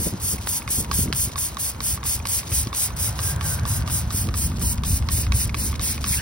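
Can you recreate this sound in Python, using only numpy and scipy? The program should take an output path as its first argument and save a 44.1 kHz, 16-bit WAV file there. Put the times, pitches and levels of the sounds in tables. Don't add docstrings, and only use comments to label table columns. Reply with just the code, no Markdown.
import sys
import numpy as np
from scipy import signal
from scipy.fft import rfft, irfft
from scipy.io import wavfile
from scipy.ndimage import uniform_filter1d

SR = 44100
rng = np.random.default_rng(int(sys.argv[2]) if len(sys.argv) > 2 else 0)


def log_audio(samples):
    frames = np.atleast_2d(samples).T
    limited = np.clip(frames, -1, 1)
    pcm = np.round(limited * 32767).astype(np.int16)
    wavfile.write(sys.argv[1], SR, pcm)


def volts(x):
    e = np.asarray(x, float) / 20
    return 10 ** e


N = 274213


def rms_one(x):
    return x / np.sqrt(np.mean(x ** 2) + 1e-20)


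def in_time(rows):
    s, *columns = np.transpose(rows)
    return [np.interp(np.arange(N) / SR, s, c) for c in columns]


def on_bins(points):
    hz, value = np.transpose(points)
    return np.interp(np.log(np.fft.rfftfreq(N, 1 / SR) + 1), np.log(hz), value)


def colour(x, spectrum):
    below, above = (spectrum[0][0] / 2, -80), (spectrum[-1][0] * 2, -80)
    closed = [below] + list(spectrum) + [above]
    return rms_one(irfft(rfft(x) * volts(on_bins(closed)), N))


def drift(rate):
    r = np.exp(-16 * np.pi * rate / SR)
    draws = rng.standard_normal(N // 8 + 4002)
    slow = signal.lfilter([1], [1, -2 * r, r * r], draws)[4000:]
    return np.interp(np.arange(N) / 8, np.arange(len(slow)), rms_one(slow))


# pitch_hz, likeness (0-1)
PORT_LIKENESS = [(40, 0.98), (100, 0.988), (250, 0.95), (700, 0.67), (1100, 0.68), (1900, 0.74),
                 (2800, 0.2), (3500, 0.45), (5000, 0.71), (6200, 0.97), (7400, 0.97), (9000, 0.66),
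                 (10500, 0.73), (12000, 0.42), (13600, 1), (16000, 0.53)]


def pair():
    mid, side = rfft(rng.standard_normal((2, N)))
    alike = np.clip(on_bins(PORT_LIKENESS), 0, 1)
    return irfft(np.sqrt(1 + alike) * mid + np.sqrt(1 - alike) * side * [[1], [-1]], N)


def narrow(hz, width_hz):
    edges_hz = [hz - width_hz / 2, hz + width_hz / 2]
    band = signal.butter(2, edges_hz, "band", fs=SR, output="sos")
    return rms_one(signal.sosfilt(band, pair()))


def swell(s, width_s, far_db, near_db, power=2):
    return far_db + (near_db - far_db) * np.exp(-((np.arange(N) / SR - s) / width_s) ** power)


def even(x, size, slack):
    wander = uniform_filter1d(np.mean(x ** 2, axis=0), size=size)
    return x / np.sqrt((wander + slack) / (1 + slack))


# start_s, pressure_rise_s, hold_s, hiss_db
SQUIRTS = [(0.0, 0.00032, 0.081, -26), (0.199, 0.036, 0.1, -24), (0.45, 0.042, 0.083, -23),
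           (0.679, 0.032, 0.099, -24), (0.917, 0.024, 0.091, -22.5), (1.129, 0.036, 0.087, -22.5),
           (1.364, 0.023, 0.081, -24.5), (1.575, 0.025, 0.1, -25.0), (1.811, 0.039, 0.073, -23),
           (2.04, 0.024, 0.09, -23), (2.251, 0.048, 0.09, -23), (2.492, 0.049, 0.057, -21.5),
           (2.727, 0.038, 0.099, -23), (2.961, 0.039, 0.08, -23.5), (3.176, 0.058, 0.073, -26),
           (3.408, 0.047, 0.09, -26), (3.656, 0.029, 0.09, -27), (3.871, 0.053, 0.065, -25),
           (4.095, 0.054, 0.076, -26), (4.345, 0.027, 0.095, -25.5), (4.595, 0.03, 0.104, -24.5),
           (4.838, 0.032, 0.103, -25), (5.098, 0.022, 0.1, -24.5), (5.324, 0.029, 0.09, -24.5),
           (5.548, 0.044, 0.097, -27.5), (5.802, 0.032, 0.089, -24), (6.033, 0.055, 0.085, -23.5)]
# extra_shut_off_s, foam_left_db
AFTER_SQUIRT = [(-.004, -2), (-.003, 0), (0.001, -2), (0.001, 0), (0.001, 0), (0.001, 0), (0.001, 0),
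                (-.004, 0), (-.006, 0), (-.006, 0), (-.003, 0), (-.004, 0), (0.001, -3), (0.001, 0),
                (0.001, 0), (-.002, 0), (0.001, 0), (0.001, 0), (0.001, 0), (-.003, 0), (-.004, -4),
                (0.001, 0), (-.002, 0), (-.008, -2), (0.001, -4), (-.004, 0), (0.001, 0)]


def fall_s():
    hold_s = np.transpose(SQUIRTS)[2]
    return 0.044 - 0.66 * (hold_s - 0.079) + np.transpose(AFTER_SQUIRT)[0]


# time_s, spatter_db (re the hiss)
AIM = [
    (0, -13.5),
    (.5, -18.5),
    (1.7, -16),
    (3.5, -12.5),
    (4.7, -15.5),
    (5.5, -10),
    (6.22, -10.5),
]


def pressure(start_db, shoulder_db, dribble_s, dribble_db):
    t, shape = np.arange(N) / SR, np.full(N, -70.)
    for (s, rise, hold, _), fall in zip(SQUIRTS, fall_s()):
        end = s + rise + hold
        shut = end + fall
        corners = [s - .003, s, s + rise, s + rise + hold / 2,
                   end, shut, shut + dribble_s, shut + 2 * dribble_s]
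        levels = [-60, start_db, shoulder_db, 0, shoulder_db, start_db, dribble_db, -50]
        a, b = max(int((s - .01) * SR), 0), int(corners[-1] * SR)
        shape[a:b] = np.maximum(shape[a:b], np.interp(t[a:b], corners, levels))
    starts, *_, top_db = np.transpose(SQUIRTS)
    which = np.clip(np.searchsorted(starts - .01, t) - 1, 0, None)
    return uniform_filter1d(shape, size=70), top_db[which], in_time(AIM)[0]


# pitch_hz, density_db (per Hz)
HISS = [(3000, -16), (5000, -10), (6500, -4.5), (8800, 0), (11000, -3.5), (13500, -6), (15300, -2),
        (16500, -8)]
# pitch_hz, density_db (per Hz)
SPATTER = [(700, -14), (1500, 5.5), (2500, 11.5), (3500, 6), (4700, 14), (6000, 14), (8000, -20)]


def jet():
    t = np.arange(N) / SR
    shape_db, top_db, spatter_db = pressure(start_db=-22.0, shoulder_db=-1.5, dribble_s=0.011, dribble_db=-27)
    sputter_db = np.clip(-0.2 - 0.24 * shape_db, 0, 6) * drift(120)
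    flutter_db = 0.89 * drift(25) + 0.61 * drift(500)
    hiss = volts(top_db + 1.8 + shape_db + sputter_db + flutter_db) * colour(pair(), HISS)
    drops = volts(1.1 * drift(370) + 1.9 * drift(34) + 0.26 * sputter_db)
    landing_db = np.maximum(shape_db, np.interp(t - .006, t, shape_db))
    landing_db = 0.22 * landing_db + .55 * np.minimum(landing_db + 11.0, 0)
    spatter = volts(top_db + spatter_db + 0.4 + landing_db) * colour(pair() * drops, SPATTER)
    return hiss + spatter


# pitch_hz, density_db (per Hz)
FIZZ = [(1500, -5.5), (2500, 1), (4000, 3.5), (5800, -0.5), (8000, 1.5), (11000, -2.5), (16000, -1)]


def foam():
    t = np.arange(N) / SR
    starts, rise, hold, _ = np.transpose(SQUIRTS)
    last = np.clip(np.searchsorted(starts, t) - 1, 0, None)
    since_s = np.maximum(t - (starts + rise + hold + fall_s())[last], 0)
    left_db = uniform_filter1d(np.transpose(AFTER_SQUIRT)[1][last], size=200)
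    settled_db = np.minimum(82 * since_s, 5.0)
    fizz_db = -46 + 0.13 * t - settled_db + left_db
    bubbles_db = 2.5 * drift(200) + 2 * drift(30)
    return volts(fizz_db + 2.5) * colour(pair() * volts(bubbles_db), FIZZ)


# time_s, shift_db (from deepest throb to upper orders)
LOAD = [
    (0, 0.5),
    (2.4, 0.5),
    (3.3, 3.5),
    (3.9, 2.5),
    (4.4, 0.5),
    (4.9, -1.5),
    (5.5, -1),
    (6.22, -2.5),
]


def rumble_bands(x):
    deep = signal.butter(3, 50, "low", fs=SR, output="sos")
    upper = signal.butter(3, [80, 170], "band", fs=SR, output="sos")
    low, high = signal.sosfiltfilt(deep, x), signal.sosfiltfilt(upper, x)
    load_db = in_time(LOAD)[0]
    out = 0
    for part, share in [(low, -1.6), (x - low - high, -.6), (high, 1.1)]:
        out = out + volts(share * load_db) * part.std() * even(rms_one(part), size=9000, slack=.1)
    return out


# pitch_hz, density_db (per Hz)
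RUMBLE = [(25, -57), (40, -17.5), (65, 2.5), (80, -2.5), (110, -5), (160, -15), (250, -22), (400, -40)]
# time_s, rumble_db
ENGINE = [(0, -33), (.6, -38.5), (1, -31), (1.6, -39.5), (2, -32), (2.4, -39), (2.65, -29.5), (2.78, -40),
          (2.9, -31.5), (3.6, -28), (4.1, -26), (4.6, -25.5), (5.2, -24), (5.6, -26.5), (5.8, -30),
          (5.95, -28.5), (6.22, -30)]
# pitch_hz, density_db (per Hz)
ROAR = [(250, -0.5), (500, 6.5), (700, 8), (1000, 9), (1500, 3), (2200, -3.5), (3500, -11.5), (6000, -118)]
# nearest_s, swell_s, far_db, near_db
ROAR_PASS = (3.5, 0.63, -48, -42.5)
# pitch_hz, width_hz
WHINE = [(943, 100), (1598, 45), (1493, 95)]
# nearest_s, swell_s, far_db, near_db
WHINE_PASS = [(3.4, 0.35, -54, -54), (3.4, 0.33, -72, -45), (3.6, 0.7, -68, -51)]
# nearest_s, swell_s, far_db, near_db
GROWL_PASS = (3.5, .5, -54, -33.5)
# nearest_s, swell_s, far_db, near_db
HUM_PASS = (4.5, .5, -54, -38)


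def street():
    beat_db = 2.86 * drift(27) + 0.55 * drift(3.8)
    rumble = volts(in_time(ENGINE)[0] + 1.0 + beat_db) * rumble_bands(colour(pair(), RUMBLE))
    roar = volts(swell(*ROAR_PASS) + 4.0) * colour(pair(), ROAR)
    whine = 0
    for (hz, width_hz), moment in zip(WHINE, WHINE_PASS):
        whine = whine + volts(swell(*moment, power=4) + 3.9 * drift(5)) * narrow(hz, width_hz)
    growl = volts(swell(*GROWL_PASS)) * narrow(140, 41)
    hum = volts(swell(*HUM_PASS)) * narrow(207, 75)
    return rumble + roar + whine + growl + hum


# peak_s, peak_db, half_length_s
GUSTS = [(0.0, -20, 0.045), (0.073, -14.5, 0.022), (0.139, -24, 0.037), (0.238, -28.5, 0.032),
         (0.342, -21, 0.023), (0.803, -27, 0.074), (0.91, -28, 0.045), (0.994, -20.5, 0.024),
         (1.058, -23, 0.044), (1.092, -24, 0.04), (1.277, -24, 0.025), (2.504, -32.5, 0.097),
         (2.673, -27.5, 0.03), (3.297, -53, 0.058), (3.99, -62, .15), (4.153, -34, 0.044),
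         (4.28, -24.5, 0.055), (4.503, -32.5, .07), (4.618, -28.5, 0.087), (4.85, -32, 0.081),
         (5.204, -35, 0.082), (5.634, -35.5, 1), (5.787, -55, 0.12)]
# pitch_hz, density_db (per Hz)
BUFFET = [(40, -3), (90, 3), (160, 3), (250, -2.5), (400, -9.5), (600, -17.5), (1000, -32)]


def wind():
    t = np.arange(N) / SR
    breeze_db, dies_db = -40, 24.5
    gusts = sum(volts(db - dies_db * np.abs(t - s) / half) for s, db, half in GUSTS)
    eddies = colour(pair() * volts(3.6 * drift(23.5)), BUFFET)
    eddies = eddies / np.sqrt(uniform_filter1d(np.mean(eddies ** 2, axis=0), size=1300) + 0.083)
    return volts(-2.5) * (volts(breeze_db) + gusts) * eddies


# start_s, peak_db, length_ms
SLAPS = [(0.068, -18, 1.0), (0.139, -20.5, 1.0), (0.244, -31, 1.0), (0.324, -29, 0.82), (0.344, -30, 0.87),
         (0.598, -29.5, 1.0), (0.702, -27, 0.79), (0.784, -22, 0.93), (0.808, -32, 1.0), (0.908, -27, 0.89),
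         (0.987, -16, 0.84), (1.033, -23, 0.84), (1.069, -31, 0.73), (1.1, -18.5, 0.73), (1.272, -24, 0.89),
         (1.305, -31, 1.0), (2.497, -35, 0.71), (2.668, -17.5, 0.94), (4.291, -25, 1.0), (4.629, -27, 1.0)]


def slaps():
    t, out = np.arange(N) / SR, np.zeros(N)
    for (s, db, ms), sign in zip(SLAPS, rng.choice([-1, 1], len(SLAPS))):
        u = (t - s - .004) * 1000 / ms
        out += sign * volts(db + 2.0) * u * np.exp(-u ** 2 / 2)
    return out * volts([[.7], [-.7]])


# middle_s, half_length_s, level_db, brightness_db
DRIBBLES = [(.428, .025, -40, 0), (.385, .008, -43, 4), (1.088, .008, -46, 4), (1.327, .014, -40, -4),
            (2.456, .01, -45, 3), (2.477, .01, -36, -3), (3.165, .012, -40, 2), (3.866, .007, -44, -3),
            (4.567, .01, -41, -4), (4.854, .007, -35, -3), (5.073, .007, -46, -3), (5.717, .007, -38, 4),
            (5.757, .007, -37, -5), (6.022, .016, -40, 0), (.933, .007, -31, -5), (2.744, .007, -33, -5),
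            (.12, .015, -44, -3), (.165, .02, -46, -4)]


def dribble():
    t = np.arange(N) / SR
    dull, bright = np.zeros((2, N))
    for s, half, db, bright_db in DRIBBLES:
        shape = volts(db) * np.exp(-((t - s) / half) ** 4)
        dull += shape
        bright += shape * volts(bright_db - 2.0)
    wet = pair() * volts(2.2 * drift(150))
    dull_wet = colour(wet, [(2000, -6), (4000, 0), (6000, 0), (7500, -6)])
    bright_wet = colour(wet, [(7000, -6), (9000, 0), (12000, -4), (16500, -4)])
    return dull * dull_wet + bright * bright_wet


# start_s, peak_db
TICKS = [(0.2084, -30), (0.463, -25), (0.536, -26), (0.69, -24), (2.973, -23), (0.1376, -31), (0.64, -34),
         (0.847, -30), (2.0677, -22), (5.1083, -24), (3.128, -30), (1.0844, -37), (1.1492, -15.5),
         (1.546, -28), (2.0389, -20), (2.2712, -13.5), (2.5085, -31), (2.7495, -14.5), (2.966, -27),
         (3.2036, -19.5), (3.362, -23), (3.4285, -27), (3.578, -43), (3.5959, -23), (3.6345, -29),
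         (4.272, -21), (4.6034, -27), (4.777, -24), (5.8138, -19)]


def ticks():
    clicks = np.zeros(N)
    s, db = np.transpose(TICKS)
    clicks[(s * SR).astype(int)] = volts(db + 1.0)
    decay = volts(-60 / (0.0032 * SR))
    burst = signal.lfilter([1], [1, -decay], clicks + 1e-18)
    return burst * colour(pair(), [(3000, -4), (7000, 5.0), (16500, -21.0)])


# multiple (of lowest mode), level_db, t60_s
HEAD_MODES = [(1.006, 3.5, 0.027), (1.548, -23, 0.25), (3.2, -6.5, 0.026), (3.95, -10, 0.008)]
# pitch_hz, level_db, t60_s
UPPER_MODES = [(2200, 3.5, 0.015), (2510, -4, 0.029)]
# time_s, pitch_hz
GRIP = [(0, 1100), (1.8, 1116), (2.8, 1112), (3.7, 1146), (4.15, 1192), (4.9, 1125), (6.22, 1113)]
# start_s, peak_db, upper_modes_db, crack_db
PULLS = [(0.209, -29, -24, -1), (0.4723, -23, -9, 10), (0.677, -18, -7, 2), (0.9132, -13, -29, 3),
         (1.1268, -16.5, -19, 10), (1.3577, -15, -21, -3.5), (1.5695, -15.5, -34, 1),
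         (1.8046, -18, -18, 3.5), (2.0305, -20, -14, -1), (2.254, -16.5, -12, 5), (2.5176, -26.5, -10, 9),
         (2.7288, -13, -17.5, -9), (3.1905, -19, -21, 8), (3.4102, -16, -23, 2), (3.6532, -18.5, -28, 3),
         (3.8764, -18, -22, 3), (4.1052, -19, -25, 4), (4.341, -20, -12.5, 4), (4.614, -21.5, -20, -4),
         (4.8355, -14.5, -24, 1), (5.0876, -15.5, -10, 6), (5.3209, -17.5, -1.5, 10), (5.544, -19, -4, 5),
         (5.795, -15, -13, -1), (6.0418, -16.5, -8.5, 5.5)]
# start_s, peak_db, upper_modes_db, crack_db
RETURNS = [(0.1384, -50, -17, 18), (0.383, -40.5, 6, -16), (0.62, -27.5, -3, -17), (0.846, -35, 3.5, 14.5),
           (1.0767, -28, -5.5, -12), (1.293, -32, -7, -13), (1.518, -37, -5, -8), (1.975, -26, -12, 0),
           (2.054, -24, -28, 2), (2.2, -30.5, -2, -13), (2.43, -26.5, -8, -5), (2.6714, -28.5, -15, 12.5),
           (2.8843, -28, -23, -11), (2.9035, -26.5, -9, -11), (3.899, -26.5, -24, 11),
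           (4.2882, -25, -16, 7), (4.5172, -28, -8, -14), (4.5848, -35.5, -5, 12), (4.7811, -30.5, -6, 10),
           (5.024, -30.5, -4, 8), (5.2664, -25.5, -4.5, 5), (5.494, -30.5, 4, 11.5),
           (5.7283, -22, -11.5, -16), (5.8646, -35, -1, 6), (5.9785, -23, -4, 3), (6.0635, -24.5, -11, 6),
           (1.3802, -29, -15, 11), (1.747, -38, -5, 10), (3.8226, -27.5, -7, 6), (5.741, -29, -11, 5),
           (5.754, -31, 0, 0), (3.5898, -33, -2, 7)]
# delay_s, level_db
BOUNCES = [
    (.0022, -9.5),
    (.0055, -7.5),
    (.010, -8),
]


def trigger():
    t, out, clicks = np.arange(3000) / SR, np.zeros((2, N + 3000)), np.zeros((2, N))
    sides = volts([-1, 1])
    knocks = list(PULLS) + list(RETURNS)
    chance = rng.standard_normal((len(knocks), 2, 6))
    for (s, db, upper_db, crack_db), (louder, sharper) in zip(knocks, chance):
        low_hz = np.interp(s, *np.transpose(GRIP))
        modes = [(k * low_hz, d, t60) for k, d, t60 in HEAD_MODES]
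        modes += [(hz, d + upper_db + 7.5, t60) for hz, d, t60 in UPPER_MODES]
        hz, level_db, t60 = np.transpose(modes)[:, :, None]
        above_lowest = np.arange(6)[:, None] > 0
        hz = hz * (1 + 0.035 * sharper[:, None] * above_lowest)
        rings = volts(level_db + 2.0 * louder[:, None] - 60 * t / t60) * np.sin(2 * np.pi * hz * t)
        knock = (rings * np.minimum(t * hz / 1.36, 1)).sum(axis=0)
        at = int(s * SR)
        out[:, at:at + len(t)] += np.outer(sides, volts(db - 6.5) * knock)
        clicks[:, at] = sides * volts(db + crack_db - 7.0)
        for (delay, bounce_db), late, loud in zip(BOUNCES, sharper, louder[::-1]):
            again = at + int(delay * (1 + .2 * late) * SR)
            clicks[:, again] = sides * volts(db + crack_db - 9.0 + bounce_db + 2.8 * loud)
    decay = volts(-60 / (.008 * SR))
    burst = signal.lfilter([1], [1, -decay], clicks + 1e-18)
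    crack = colour(pair(), [(900, 18.5), (2000, 14), (3200, 15), (5000, 17), (8000, 7.5), (16500, -7.5)])
    return out[:, :N] + burst * crack


def refill():
    t, level = np.arange(N) / SR, np.zeros(N)
    for (s, rise, hold, db), fall in zip(SQUIRTS, fall_s()):
        suck_s = s + rise + hold + fall + .04
        level += volts(db - 26.5) * np.exp(-((t - suck_s) / 0.0073) ** 2)
    return level * volts(2.0 * drift(60)) * narrow(6160, 760)


# peak_s, length_s, level_db, pitch_hz, width_hz
SPLASH = [
    (6.136, 0.031, -30.5, 2250, 506),
    (6.19, 0.068, -38.5, 1640, 240),
    (6.186, 0.035, -33, 2800, 340),
    (6.201, 0.024, -38, 1860, 340),
]


def splash():
    out = 0
    for s, length, db, hz, width_hz in SPLASH:
        out = out + volts(swell(s, length, -83, db)) * narrow(hz, width_hz)
    return out


def scene():
    squirts = jet() + foam() + dribble() + ticks() + trigger() + refill() + splash()
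    return squirts + street() + wind() + slaps()


def attacks(x, s, jump_db):
    treble = signal.sosfilt(signal.butter(2, 1500, "high", fs=SR, output="sos"), x)
    power = (treble[:, :N // 128 * 128] ** 2).reshape(2, -1, 128).sum(axis=(0, 2))
    before = np.r_[np.full(5, power[0]), uniform_filter1d(power, size=8)[:-5]]
    jumps = np.flatnonzero(power > before * 10 ** (jump_db / 10)) * 128 / SR
    return (np.abs(s[:, None] - jumps) < .015).any(axis=1)


# time_s, margin_db (under which a half is dropped), extra_right_lag (in 4/3 us)
MARGIN = [(0, 8.5, 0.9), (2, 6.5, 1.5), (3.9, 8.5, 0.9), (4.2, 5.5, 4), (6.22, 6, 1.5)]
# pitch_hz, added_db
MARGIN_BY_PITCH = [(1500, 30), (1900, 0), (2600, 1.5), (3400, 1), (5000, 1.5), (6300, 2), (7500, 0.3),
                   (10500, -4.5), (12700, -3), (14200, -2), (16000, 2.5)]
# time_s, pitch_hz, width_hz
THIN_SUM = [(0, 3900, 350), (1.2, 3900, 350), (2.4, 4100, 250), (2.8, 4300, 100), (3.9, 4300, 100),
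            (4.3, 3700, 350), (5, 3200, 260), (6.22, 3050, 260)]


def joint_stereo(x):
    window = np.sin(np.pi * (np.arange(2048) + .5) / 2048)
    hz, s, (left, right) = signal.stft(x, SR, window, nperseg=2048, noverlap=1024)
    times, margin_db, lag_us = np.transpose(MARGIN)
    hand = drift(6)[np.minimum(s * SR, N - 1).astype(int)]
    sway_us = np.interp(s, times, lag_us) + 1.1 * hand
    right = right * np.exp(-2j * np.pi * np.outer(hz, sway_us) / 750000.0)
    both = np.array([left + right, left - right]) / 2

    power = (np.abs(both[:, :1024]) ** 2).reshape(2, 64, 16, -1).sum(axis=2) + 1e-20
    power[:, 16:] = np.repeat(power[:, 16::2] + power[:, 17::2], 2, axis=1)
    lead_db = 10 * np.log10(power[0] / power[1])
    treble_db = 10 * np.log10(power[:, 10:].sum(axis=(0, 1)))
    sudden = (np.abs(np.gradient(treble_db)) > 6.8) | attacks(x, s, jump_db=8)

    band_hz = hz[8:1024:16]
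    masked_db = 5.5 * np.outer(band_hz < 5200, treble_db > treble_db.max() - 9)
    pitch, added_db = np.transpose(MARGIN_BY_PITCH)
    pitch_db = np.interp(np.log(band_hz), np.log(pitch), added_db)
    margin_db = np.interp(s, times, margin_db) + pitch_db[:, None] + 60 * sudden - masked_db
    when, thin_hz, width_hz = np.transpose(THIN_SUM)
    near = np.exp(-((hz[:, None] - np.interp(s, when, thin_hz)) / np.interp(s, when, width_hz)) ** 2)
    spared_db = masked_db * (1 - 2.3 * near[8:1024:16])
    both[0, :1024] *= np.repeat(lead_db > -margin_db - spared_db, 16, axis=0)
    both[1, :1024] *= np.repeat(lead_db < margin_db, 16, axis=0)
    both *= ~np.outer(hz > 15850, ~attacks(x, s, jump_db=15))

    lines = uniform_filter1d(uniform_filter1d(np.abs(both) ** 2, size=4, axis=1), size=2, axis=2)
    around = uniform_filter1d(np.sum(np.abs(both) ** 2, axis=0) / 2, size=40, axis=0)
    hissing = (treble_db > np.median(treble_db) - 2) & ~sudden
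    starved = np.outer((hz > 2300) & (hz < 4700), hissing)
    floor_db = -2.5 + np.array([2.5 * near, 0 * near])
    both *= ~(starved & (lines < around * 10 ** (floor_db / 10)))
    ports = [both[0] + both[1], both[0] - both[1]]
    return signal.istft(ports, SR, window, nperseg=2048, noverlap=1024)[1][:, :N]


def top_cut(x):
    return signal.sosfilt(signal.butter(12, 17100, fs=SR, output="sos"), x)


# pitch_hz, lag_turns
TRAIL = [(300, 0), (900, -0.26), (2000, 0.096), (2700, .2), (3450, 0.204), (4300, 0.25), (5200, 0.11),
         (7400, 0.489), (10400, 0.94), (13600, 1.48), (16000, 1.77)]


def record(dry):
    late = irfft(rfft(dry[1]) * np.exp(-2j * np.pi * on_bins(TRAIL)), N)
    top = signal.cheby2(12, 50, 16300 * 1.028, fs=SR, output="sos")
    ports = signal.sosfilt(top, np.array([dry[0], late]))
    mix = joint_stereo(ports)
    return top_cut(mix)


dry = scene()
out = record(dry)
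log_audio(out)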